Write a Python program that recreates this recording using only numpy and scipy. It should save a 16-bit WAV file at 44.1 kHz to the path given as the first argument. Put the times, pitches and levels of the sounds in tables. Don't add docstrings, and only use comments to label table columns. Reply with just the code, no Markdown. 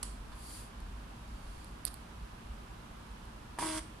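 import sys
import numpy as np
from scipy import signal
from scipy.fft import rfft, irfft
from scipy.io import wavfile

SR = 44100
rng = np.random.default_rng(int(sys.argv[2]) if len(sys.argv) > 2 else 0)


def generate_wav(signal):
    frames = np.transpose(np.atleast_2d(signal))
    scaled = np.clip(frames, -1, 1) * 32767
    pcm = np.round(scaled).astype(np.int16)
    wavfile.write(sys.argv[1], SR, pcm)


N = 176400
TIME = np.arange(N) / SR

# frequency in Hz, likeness (1 same, 0 unrelated).
NEAR_LIKENESS = [(300, 1), (1400, 0.8), (3000, 0.64), (7000, 0)]


def paper_feed():
    # multiple of the step rate, level in dB, left over right in dB,
    # how far the left wave is ahead in radians.
    tones = [(1, -40, 2, -.3), (2, -47.5, 9, 2.2), (3, -52, -3, .2), (3.5, -53, -2, 0), (4, -57.5, -3, .5),
             (4.5, -62, -2, 0), (5, -53.5, -5, 1), (6, -65, -3, 0), (6.5, -59, -2, 0), (7, -62, -3, 0),
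             (7.5, -66, 0, 0), (8.5, -67, 0, 0), (10.8, -61, -2, 0), (14.87, -63, -4, 0), (28, -58, -7, 0),
             (29.5, -58, -7, 0)]
    # frequency in Hz, relative level in dB.
    rasp_colour = [(200, -10), (500, -8), (750, -12), (1050, 1), (1500, -4.5), (2100, -5), (2500, -7.5),
                   (3400, -1.5), (3900, -8), (4800, -3), (6800, -8), (8000, -1.5), (9200, 3), (10500, -3),
                   (12000, -17), (14500, -26)]
    # frequency in Hz, left over right in dB.
    rasp_balance = [(400, 1), (1300, -4), (2400, 3), (4300, -6), (8000, -7)]
    start_s, stop_s, run_up_s, fade_in_s, fade_out_s = 3.587, 3.792, .04, .05, .006
    start_hz, full_speed_hz = 248.4, 314.3
    run_up = np.clip((TIME - start_s) / run_up_s, 0, 1)
    step_hz = (start_hz + (full_speed_hz - start_hz) * run_up) * (1 + .003 * drift(35))
    phase = 2 * np.pi * np.cumsum(step_hz) / SR
    whine = 0
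    for multiple, db, side, lead in tones:
        height = np.sqrt(2) * from_db(db + .8 * drift(40))
        offset = rng.uniform(0, 2 * np.pi) + np.array([[lead], [0]])
        whine += height * pan(side) * np.sin(multiple * phase + offset)
    pulses = rms_one(np.exp(.44 * np.cos(phase)) * from_db(1.5 * drift(120)))
    rasp = from_db(-40.5) * pulses * noise(rasp_colour, NEAR_LIKENESS, rasp_balance)
    running = (TIME > start_s) * np.exp(-np.maximum(TIME - stop_s, 0) / fade_out_s)
    fade_in = np.clip((TIME - start_s) / fade_in_s, 0, 1) ** 2
    return in_room(running * fade_in * whine, wet_db=-18) + in_room(running * rasp, wet_db=-11.5)


def gear_knocks():
    # start in seconds, level in dB, rattle time in seconds.
    strikes = [(3.578, -47, .003), (3.5875, -32, .006), (3.5948, -41, .003), (3.620, -37, .002),
               (3.6262, -30.5, .005)]
    # frequency in Hz, level in dB, seconds to fade by 60 dB.
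    case_notes = [(390, -12, .04), (905, -4, .08), (962, -1, .07), (1072, -5, .06), (1190, -11, .04),
                  (1320, -16, .04), (1695, -11, .06), (1850, -13, .03), (2290, -16, .04), (3450, -16, .02),
                  (4800, -16, .012), (9200, -8, .012)]
    force = sum(from_db(db) * contact(start, length, rattle=.06) for start, db, length in strikes)
    force = soften(force, hz=9000)
    ring = sum(from_db(db) * resonate(force, hz, np.log(1000) / np.pi / fade_s)
               for hz, db, fade_s in case_notes)
    return pan(-2.5) * ring


def nail_taps():
    # start in seconds, level in dB, left over right in dB, rattle time in seconds,
    # brightness in Hz.
    taps = [(0.8045, -26.5, 1, .002, 2800), (1.645, -29, 0, 0.0067, 3500),
            (1.8521, -11.5, -21, 0.00094, 15100), (1.8587, -24, -16, 0.003, 7000),
            (1.8657, -13, -21, .002, 2400), (1.8815, -37, -14, .003, 7000),
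            (1.942, -28.5, -20, 0.0017, 9100), (3.254, -42, -14, 0.0035, 5000)]
    # frequency in Hz, width in Hz (wider dies sooner), level in dB.
    phone_notes = [(1280, 600, -34), (4430, 620, -13), (5200, 550, -21), (7900, 1200, -7.5),
                   (9700, 1100, 4), (11400, 1270, 2.5), (13700, 2000, -9)]
    force = 0
    for start, db, side, length, hz in taps:
        hit = contact(start, length, rattle=.16)
        force += from_db(db) * pan(side) * soften(soften(hit, hz), hz)
    return sum((-1) ** k * from_db(db) * resonate(force, hz, width)
               for k, (hz, width, db) in enumerate(phone_notes))


def finger_scuffs():
    # start in seconds, length in seconds, level in dB, left over right in dB,
    # brightness in Hz.
    scuffs = [(0.318, 0.0256, -34.5, -3, 1210), (1.863, 0.022, -41, -21, 11900)]
    # frequency in Hz, relative level in dB.
    colour = [(500, -18), (1200, -1), (2000, -7.5), (3000, -8), (3800, -0.5), (4900, 2), (6300, -8),
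              (8000, -0.5), (9000, 4), (11300, -1.5), (14000, -9)]
    edge_s = .0017
    friction = from_db(-.5 * drift(340)) * noise(colour, NEAR_LIKENESS)
    sound = 0
    for start, length, db, side, hz in scuffs:
        touching = np.clip(np.minimum(TIME - start, start + length - TIME) / edge_s, 0, 1)
        sound += from_db(db) * pan(side) * touching * soften(soften(friction, hz), hz)
    return sound


def plastic_click():
    # frequency in Hz, relative level in dB.
    colour = [(500, -12.5), (1100, -9.5), (2300, -17), (2900, -10.5), (3500, -12.5), (4600, -7.5),
              (6300, -13.5), (8000, -2), (8600, -0.5), (9600, 1.5), (11300, -9.5), (12300, -21),
              (13500, -37)]
    start_s, rise_s, fade_s = .0277, .0033, .02
    age = TIME - start_s
    rise = np.clip(age / rise_s, 0, 1)
    fade = np.exp(-np.log(1000) * np.maximum(age - rise_s, 0) / fade_s)
    return from_db(-28) * pan(-7.5) * rise * fade * noise(colour, NEAR_LIKENESS)


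def hand_slides():
    # loudest moment, rise time and fall time in seconds, level in dB,
    # left over right in dB.
    slides = [(.55, 0.11, .07, -50, 1), (1.6, 0.23, 0.1, -63.5, -15)]
    # frequency in Hz, relative level in dB.
    colour = [(900, -9.5), (2500, -10), (4000, -6), (4650, 2), (5500, -9.5), (7500, -3.5), (8700, -1.5),
              (10200, 3.5), (11500, -9), (13000, -9), (14400, -25)]
    # frequency in Hz, left over right in dB.
    balance = [(1300, 6), (4400, -12), (7000, -2.5), (11000, 6.5)]
    swell = 0
    for peak, rise, fall, db, side in slides:
        width = np.where(TIME < peak, rise, fall)
        swell += from_db(db) * pan(side) * np.exp(-((TIME - peak) / width) ** 2 / 2)
    return swell * noise(colour, NEAR_LIKENESS, balance)


def in_room(x, wet_db):
    # frequency in Hz, relative level in dB.
    colour = [(200, 13.5), (1000, 4.5), (5000, 3), (9500, 1), (13000, -5)]
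    bass_alike = [(150, .97), (320, 1), (650, 0)]
    build_s, fade_s = .004, .41
    age = TIME[:SR]
    tail = noise(colour, bass_alike)[:, :SR] * np.exp(-np.log(1000) * age / fade_s)
    tail *= 1 - np.exp(-age / build_s)
    return x + from_db(wet_db) * signal.fftconvolve(x, rms_one(tail) / np.sqrt(SR), axes=1)[:, :N]


def room_noise():
    # frequency in Hz, relative level in dB.
    colour = [(12, -25), (20, -20.5), (38, -6.5), (54, 0), (79, -13.5), (107, -10), (130, -15.5),
              (208, -15), (238, -13.5), (273, -22), (305, -18), (341, -23.5), (380, -22), (413, -23.5),
              (487, -26), (822, -23), (997, -21), (1640, -27), (1930, -31.5), (2840, -32), (6660, -42),
              (10600, -42.5), (14400, -54.5)]
    # frequency in Hz, likeness (1 same, 0 unrelated).
    likeness = [(50, .997), (100, .99), (170, .95), (280, .75), (420, .3), (700, -.1), (1400, 0),
                (6000, .05)]
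    # frequency in Hz, left over right in dB.
    balance = [(60, -2), (180, 0.5), (380, -1.5), (940, -.5), (2350, -3.5), (5890, -4), (14000, -3)]
    # loudest moment in seconds, length in seconds, level in dB.
    swells = [(0.262, 0.52, -47), (0.903, 0.14, -41.5), (1.48, 0.57, -46), (2.235, 0.035, -52),
              (2.496, .1, -38)]
    rumble_hz = 50.4
    swell = sum(from_db(db) * np.exp(-(2 * (TIME - peak) / length) ** 2) for peak, length, db in swells)
    rumble = resonate(rng.standard_normal(N), rumble_hz, width_hz=14)
    rumble = resonate(rumble, rumble_hz, width_hz=28)
    return from_db(-48) * noise(colour, likeness, balance) + swell * rms_one(rumble)


def contact(start_s, length_s, rattle):
    force, age = np.zeros((2, N)), np.arange(SR // 20) / SR
    burst = rattle * rng.standard_normal((2, len(age))) * np.exp(-2 * age / length_s)
    burst[:, 0] = 1
    start = int(start_s * SR)
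    force[:, start:start + len(age)] = burst
    return force


def soften(x, hz):
    r = np.exp(-2 * np.pi * hz / SR)
    return signal.lfilter([1 - r], [1, -r], x + 1e-18)


def resonate(x, hz, width_hz):
    r, w = np.exp(-np.pi * width_hz / SR), 2 * np.pi * hz / SR
    return signal.lfilter([0, np.sin(w)], [1, -2 * r * np.cos(w), r * r], x + 1e-18)


def noise(colour, likeness, balance=None):
    hz = np.fft.rfftfreq(N, 1 / SR)
    mid, side = rfft(rng.standard_normal((2, N)))
    alike = np.clip(at_hz(likeness, hz), -.999, .999)
    both = np.sqrt(1 + alike) * mid + np.sqrt(1 - alike) * side * [[1], [-1]]
    if balance is not None:
        both = both * pan(at_hz(balance, hz))
    low_cut = 1 / (1 + (colour[0][0] / 2 / (hz + 1)) ** 2)
    return rms_one(irfft(both * low_cut * from_db(at_hz(colour, hz)), N))


def drift(rate_hz):
    hz = np.fft.rfftfreq(N, 1 / SR)
    return rms_one(irfft(rfft(rng.standard_normal(N)) / (1 + (hz / rate_hz) ** 2), N))


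def pan(db):
    gains = from_db(np.array([[.5], [-.5]]) * db)
    return gains / np.sqrt(np.mean(gains ** 2, axis=0))


def at_hz(points, hz):
    row_hz, value = np.transpose(points)
    return np.interp(np.log(hz + 1), np.log(row_hz), value)


def rms_one(x):
    return x / np.sqrt(np.mean(x ** 2) + 1e-20)


def from_db(db):
    return 10 ** (np.asarray(db) / 20)


def scene():
    sound = room_noise() + hand_slides()
    sound += in_room(plastic_click(), wet_db=-6.5)
    sound += in_room(nail_taps() + finger_scuffs(), wet_db=-15)
    return sound + paper_feed() + in_room(gear_knocks(), wet_db=-8.5)


def record(dry):
    cutoff_hz = 14350
    return signal.sosfilt(signal.ellip(10, .2, 80, cutoff_hz, fs=SR, output="sos"), dry)


dry = scene()
out = record(dry)
generate_wav(out)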